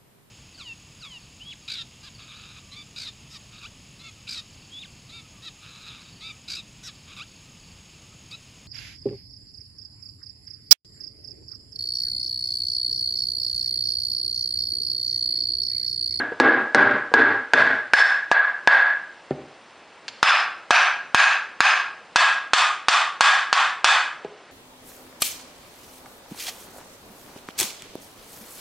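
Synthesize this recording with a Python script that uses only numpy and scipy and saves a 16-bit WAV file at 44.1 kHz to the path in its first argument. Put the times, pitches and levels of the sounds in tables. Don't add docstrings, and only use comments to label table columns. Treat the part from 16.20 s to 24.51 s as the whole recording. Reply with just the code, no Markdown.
import sys
import numpy as np
from scipy import signal
from scipy.io import wavfile
from scipy.ndimage import uniform_filter1d

SR = 44100
rng = np.random.default_rng(int(sys.argv[2]) if len(sys.argv) > 2 else 0)


def dump_mix(stems):
    frames = np.atleast_2d(stems).T
    limited = np.clip(frames, -1, 1)
    pcm = np.round(limited * 32767).astype(np.int16)
    wavfile.write(sys.argv[1], SR, pcm)


def magnitude_from_level(level_db):
    exponent = np.asarray(level_db, float) / 20
    return 10 ** exponent


N = 366471
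SIZE = 2 ** 15

# start in seconds, blow strength in dB, bench thud in dB, ring in
# dB, brightness in dB per octave. The first falls before the scene opens.
LYING_FLAT_BLOWS = [
    (-.17, -4, -4, -1.5, -4.5),
                    (0.2, 2, -4.5, -2, -6.5),
    (.547, 4.5, -4, -4.5, -5.5),
    (.939, 2.5, -5, -2.5, -5),
    (1.335, 3, -9, -1.5, -1),
    (1.735, 1, -33, 2, 3),
    (2.1147, -4.5, -40, 2.5, -6),
    (2.474, 4, -34, 2, -3),
]
# start in seconds, blow strength in dB,
# low ring in dB, ring in dB, brightness in dB per octave.
TILTED_BLOWS = [
    (4.029, 2, 11.5, -14, -6),
    (4.507, 2, -22, 0.8, -6),
    (4.946, 2.5, -12, 3.5, -5),
    (5.405, -0.2, -2, 2.1, -5.5),
]
RIM_BLOWS = [
    (5.959, -1.5, -10, 0.5, -1.5),
    (6.334, -3.5, -5, 0.5, 0.5),
    (6.684, -3.5, 2.5, -1, -0.5),
    (7.008, 1.5, -3.5, -0.5, -0.5),
    (7.328, -4.5, 7.5, -5.5, -2),
    (7.644, -0.8, -23, 2, -0.5),
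]
# frequency in Hz, level in dB per Hz.
BODY_FLAT = [(88, -99.5), (150, -63), (569, -23), (692, -18), (1220, -17.5), (1620, -6.5), (1840, -16.5),
             (2820, -32), (3430, -32.5), (5250, -44), (10500, -62), (13600, -99), (22000, -120)]
BODY_TILTED = [(88, -113.5), (150, -63), (521, -26), (704, -12), (919, -11.5), (1620, -5), (1910, -13),
               (2580, -7), (3190, -15), (5160, -19), (10500, -32), (13600, -74), (22000, -120)]
BODY_RIM = [(88, -95.5), (150, -52.5), (521, -17.5), (704, -2.5), (903, -2), (1220, 4.5), (2160, -5),
            (3490, -8), (3950, -13), (7900, -21.5), (10500, -36.5), (13600, -60), (22000, -120)]
# frequency in Hz, t60 in seconds, level in dB flat, tilted, on the rim.
CASTING_MODES = [(721, 0.09, -31, -16.5, -13), (1115, 0.049, -34.5, -2.5, -3.5),
                 (1202, 0.11, -13.5, -39, -15), (1380, 0.027, -27, -14, -16),
                 (1422, 0.039, -49.5, 2.5, -16), (1520, 0.013, 8.5, -4, -25.5), (1634, 0.15, 3.5, -6, -30),
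                 (1633, 0.17, 2, -11.5, -17.5), (1653.4, 0.081, 2, -5.5, -9), (1706, 0.047, 7, 0.5, -7.5),
                 (2560, 0.019, -10, 1, 2.5), (3397, 0.032, -19.5, -5, -4), (3470, 0.036, -14, -21, -8),
                 (4160, 0.045, -26.5, -15, -18), (4410, 0.028, -15.5, -16, -10),
                 (5100, 0.0091, -20.5, -12, -13.5), (6280, 0.011, -26, -13, -14)]
# frequency in Hz, level in dB per Hz.
FACE_RAISED = [(35, -11.5), (60, -59.5), (272, -13), (1290, 10.5), (3200, -5), (5150, -5.5), (8830, -67),
               (10500, -40), (13600, -64), (22000, -120)]
FACE_FLAT = [(35, -33), (60, -40.5), (954, 7), (1900, -9.5), (2360, 5), (4520, -17), (9220, -51.5),
             (10500, -38), (13600, -91), (22000, -120)]
# level in dB flat, tilted, on the rim.
CRACK_DB = [-11, -3, -10]
SIZZLE_DB = [-10.5, -12.5, -0.5]


def blow(row, posture, walls):
    s, strength_db, low_db, ring_db, bright_db = row
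    hz, t60, *levels = np.transpose(CASTING_MODES)
    low_shift_db = (low_db - 2.0) * (posture > 0)
    high_shift_db = bright_db * np.log2(hz / 1500) * 0.53
    mode_db = levels[posture] + np.where(hz < 1500, low_shift_db, high_shift_db) + ring_db - 16.0
    sound = soft(ring(hz, t60, mode_db), 0.0012)
    body = [BODY_FLAT, BODY_TILTED, BODY_RIM][posture]
    dense = burst(body, 1, 12.37, bright_db + 3.5, chatter=0)
    sound = sound + dense
    if posture == 0:
        sound = sound + bench(0.86, low_db - 6.5)
    crack_db = CRACK_DB[posture] - 0.8 * strength_db
    face = FACE_RAISED if posture else FACE_FLAT
    crack = burst(face, 0.0037, 16.5 + crack_db, bright_db - 0.8, chatter=0.08)
    sizzle = burst(TICK_COLOUR, 0.077, 17.0 + crack_db + SIZZLE_DB[posture], 0.83, chatter=0.88)
    wet = in_shop(sound, walls, 1.8, same=0.43)
    wet = wet - 0.47 * dense
    return s, magnitude_from_level(strength_db + 12.0) * soft(wet + crack + sizzle, 0.00048)


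# start in seconds, frequency in Hz, level in dB.
ACCENTS = [(1.734, 5240, -6.5), (4.027, 5110, -4), (4.029, 3460, -3.5), (4.507, 721, -14),
           (4.507, 5870, -7), (4.946, 6510, -7), (5.405, 6450, -11), (5.405, 5060, -9.5),
           (5.96, 1634, -0.5), (5.958, 2640, -9.5), (6.335, 1222, -9), (6.685, 1186, -11.5),
           (7.007, 1641, 0.5), (7.327, 1755, -12.5), (7.643, 1654, -4.5)]


def accent(row, walls):
    s, hz, db = row
    split = 0.02 * np.clip(hz / 3000 - 1, 0, 2)
    cluster = hz * (1 + split * np.array([-1, 0, 1]))
    t60 = 0.13 * 1000 / hz
    return s, in_shop(soft(ring(cluster, t60, db), 0.0022), walls, 2.9, same=0.3)


# frequency in Hz, t60 in seconds, level in dB.
BENCH_MODES = [(112.2, 0.39, -29), (141, 0.1, -18), (224, 0.061, -9), (270, 0.07, -3.5), (311.4, 0.059, -4),
               (390, 0.071, -7), (470, 0.065, -4), (596, 0.032, 3), (780, 0.055, -8)]


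def bench(damping, db):
    hz, t60, level_db = np.transpose(BENCH_MODES)
    t = np.arange(SIZE)[:, None] / SR
    decay = magnitude_from_level(level_db + db - 60 * t / (damping * t60))
    modes = decay * np.sin(2 * np.pi * (hz * t + rng.random(len(hz))))
    return soft(modes.sum(axis=1), 0.0039)


# start in seconds, level in dB, pitch as a factor,
# sharp tick in dB, bass in dB.
KNOCKS = [
    (.118, -7.5, 1.2, -40, -8),
    (.411, -6.5, 1.58, -39.5, -1),
    (.711, -2.5, 0.93, -27, -3.5),
    (0.916, -7.5, 1.25, -49, -14),
    (3.1076, 1, 1.007, -38, 0.5),
    (8.047, -6.5, 1.08, -30, -11.5),
    (8.23, -42, 1.1, -17, -8.5),
]
# frequency in Hz, t60 in seconds, level in dB.
KNOCK_MODES = [(74, 0.24, -21), (140, .14, -10), (251, 0.077, -8.5), (383, 0.034, 4), (597, 0.061, -10.5),
               (773, 0.078, -13), (1150, .03, -17)]
# frequency in Hz, level in dB per Hz.
THUMP_COLOUR = [(24, -49.5), (40, -14), (130, -16.5), (445, -6), (980, -16), (1390, -14.5), (4000, -38.5),
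                (5200, -71), (8800, -120)]


def knock(row, walls):
    s, db, pitch, tick_db, bass_db = row
    hz, t60, level_db = np.transpose(KNOCK_MODES)
    wood = soft(ring(hz * pitch, t60, level_db + bass_db * (hz < 300) - 13.5), 0.0018)
    grit = burst(TICK_COLOUR, 0.01, tick_db + 14.0)
    thump = soft(burst(THUMP_COLOUR, 0.062, -1.4, chatter=0.1), 0.0012)
    return s, magnitude_from_level(db) * in_shop(wood + grit + thump, walls, -10.0)


# start in seconds, level in dB.
TICKS = [
    (0.3067, -42),
    (0.4377, -53.5),
    (3.8811, -5.5),
]
# frequency in Hz, level in dB per Hz.
TICK_COLOUR = [(290, -57), (500, -18.5), (2830, -6.5), (3940, -8.5), (4250, -6.5), (6470, -15),
               (10500, -34), (13600, -47.5), (22000, -120)]


def tool_tick(row, walls):
    s, db = row
    return s, magnitude_from_level(db) * in_shop(burst(TICK_COLOUR, 0.049, 4.1, chatter=0.6), walls, -9.5)


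def ring(hz, t60, db):
    t = np.arange(SIZE)[:, None] / SR
    sign = (-1.) ** np.arange(len(hz))
    decay = magnitude_from_level(db - 60 * t / np.clip(t60, 0.005, 3))
    return (sign * decay * np.sin(2 * np.pi * hz * t)).sum(axis=1)


def burst(colour, t60, db, slope_db=0., chatter=0.4):
    hz = abs(np.fft.fftfreq(4096, 1 / SR))
    tilt_db = slope_db * np.log2(np.clip(hz, 1500, 1e4) / 1500)
    gain = np.log(magnitude_from_level(read(colour, hz) + tilt_db) + 1e-5)
    taps = np.fft.ifft(np.exp(gain - 1j * signal.hilbert(gain).imag)).real[:2048]
    taps = taps * np.hanning(4096)[2048:]
    push = chatter * rng.standard_normal(SIZE) * magnitude_from_level(-60 * np.arange(SIZE) / SR / max(t60, 0.001))
    push[0] = 1
    out = signal.fftconvolve(push, taps)[:SIZE]
    return magnitude_from_level(db) * out / np.linalg.norm(out)


def soft(x, contact_s):
    return x * (1 - np.exp(-(np.arange(len(x)) / SR / max(contact_s, 1e-5)) ** 2))


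def in_shop(x, walls, wet_db, same=0.41):
    tail = same * walls + np.sqrt(1 - same ** 2) * shop_tail()
    return x + magnitude_from_level(wet_db) * signal.fftconvolve(x, tail)[:SIZE]


# frequency in Hz, t60 in seconds.
SHOP = [(150, 0.4), (500, 0.44), (1500, 0.51), (4000, 0.42), (9000, 0.37)]


def shop_tail(rise_s=0.052, near=0.5):
    hz, t, z = signal.stft(rng.standard_normal(SIZE), SR, nperseg=256)
    tail = signal.istft(z * magnitude_from_level(-60 * t / read(SHOP, hz)[:, None]), SR, nperseg=256)[1][:SIZE]
    near_t60_s = 0.12
    shelves = near * soft(tail, 0.0003) * magnitude_from_level(-60 * np.arange(SIZE) / SR / near_t60_s)
    tail = shelves + soft(tail, rise_s)
    return tail / np.linalg.norm(tail)


# frequency in Hz, level in dB per Hz.
HUM_COLOUR = [(15, -30), (25, -14.5), (136, -13), (374, -8), (604, -5.5), (668, -6.5), (818, -6.5),
              (2820, -13.5), (3280, -17), (4800, -21), (5720, -22.5), (9490, -30), (10500, -41.5),
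              (13600, -60), (22000, -120)]


def hum():
    frames, hz = N // 256 + 5, np.fft.rfftfreq(1024, 1 / SR)
    a, b, patches = rng.standard_normal((frames, 513, 3)).T
    patches = uniform_filter1d(patches, 12, 0)
    patches = evened(uniform_filter1d(patches, 14, 1))
    z = (a + 1j * b) * magnitude_from_level(read(HUM_COLOUR, hz)[:, None] + 0.41 * patches)
    return magnitude_from_level(-47.5) * evened(signal.istft(z, nperseg=1024, noverlap=768)[1][:N])


def evened(x):
    return x / np.sqrt(np.mean(x ** 2) + 1e-20)


def read(points, hz):
    f, value = np.transpose(points)
    return np.interp(np.log(hz + 1), np.log(f + 1), value)


def add(mix, s, sound):
    at = round(s * SR)
    sound = sound[max(-at, 0):]
    part = mix[max(at, 0):][:len(sound)]
    part += sound[:len(part)]


def scene():
    mix, walls = hum(), shop_tail()
    for posture, rows in enumerate([LYING_FLAT_BLOWS, TILTED_BLOWS, RIM_BLOWS]):
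        for row in rows:
            add(mix, *blow(row, posture, walls))
    for play, rows in [(knock, KNOCKS), (tool_tick, TICKS), (accent, ACCENTS)]:
        for row in rows:
            add(mix, *play(row, walls))
    return np.array([mix, mix])


def gain_control(x, knee_db=-16.0, recover_db_per_s=206.5, firm=0.64, grip_s=0.00012, late_s=0.00069):
    power_db = 10 * np.log10(abs(signal.lfilter([1 / 60], [1, -59 / 60], x ** 2)) + 1e-12)
    fall = np.arange(N) * recover_db_per_s / SR
    held_db = np.maximum.accumulate(power_db + fall) - fall
    over_db = np.maximum(held_db - knee_db, 0)
    over_db = np.interp(np.arange(N) - late_s * SR, np.arange(N), over_db)
    r = np.exp(-1 / (grip_s * SR))
    y = x / magnitude_from_level(firm * signal.lfilter([1 - r], [1, -r], over_db))
    return y / (1 + abs(y / 0.92) ** 4) ** 0.25


# frequency in Hz, share replaced by noise.
FILL = [(4700, 0.0041), (5000, 0.9), (5800, 0.89), (7500, 0.89), (10500, 1)]


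def noise_fill(x):
    hz, t, z = signal.stft(x, SR, nperseg=512)
    level = np.sqrt(uniform_filter1d(abs(z) ** 2, size=7, axis=0) + 1e-20)
    loud = level[hz > 3000].sum(axis=0)
    steady = np.roll(loud, -1) < 2.5 * np.roll(loud, 2)
    shift = 1 - 0.18 * np.repeat(rng.random(len(t)), repeats=4)[:len(t)]
    share = np.clip(read(FILL, hz[:, None] * shift), 0, 0.99) * steady
    a, b = rng.standard_normal((len(t), len(hz), 2, 2)).T
    both = np.sqrt(1 - share ** 2) * z + 0.68 * share * level * (a + 1j * b)
    return signal.istft(both, SR, nperseg=512)[1][:, :N]


def roll_off(x):
    return signal.sosfilt(signal.butter(12, 10680, fs=SR, output="sos"), x)


def record(dry):
    low_cut_hz, coupling_hz, edge_hz, trim_db = 50., 120., 10220, -0.8
    thin = signal.sosfilt(signal.butter(1, low_cut_hz, "high", fs=SR, output="sos"), dry[0])
    held = signal.sosfilt(signal.butter(1, coupling_hz, "high", fs=SR, output="sos"), gain_control(thin))
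    edge = signal.firwin(255, edge_hz, window=("kaiser", 8), fs=SR)
    wide = signal.oaconvolve(noise_fill(held) * magnitude_from_level(trim_db), edge[None], "same")
    return roll_off(wide)


dry = scene()
out = record(dry)
dump_mix(out)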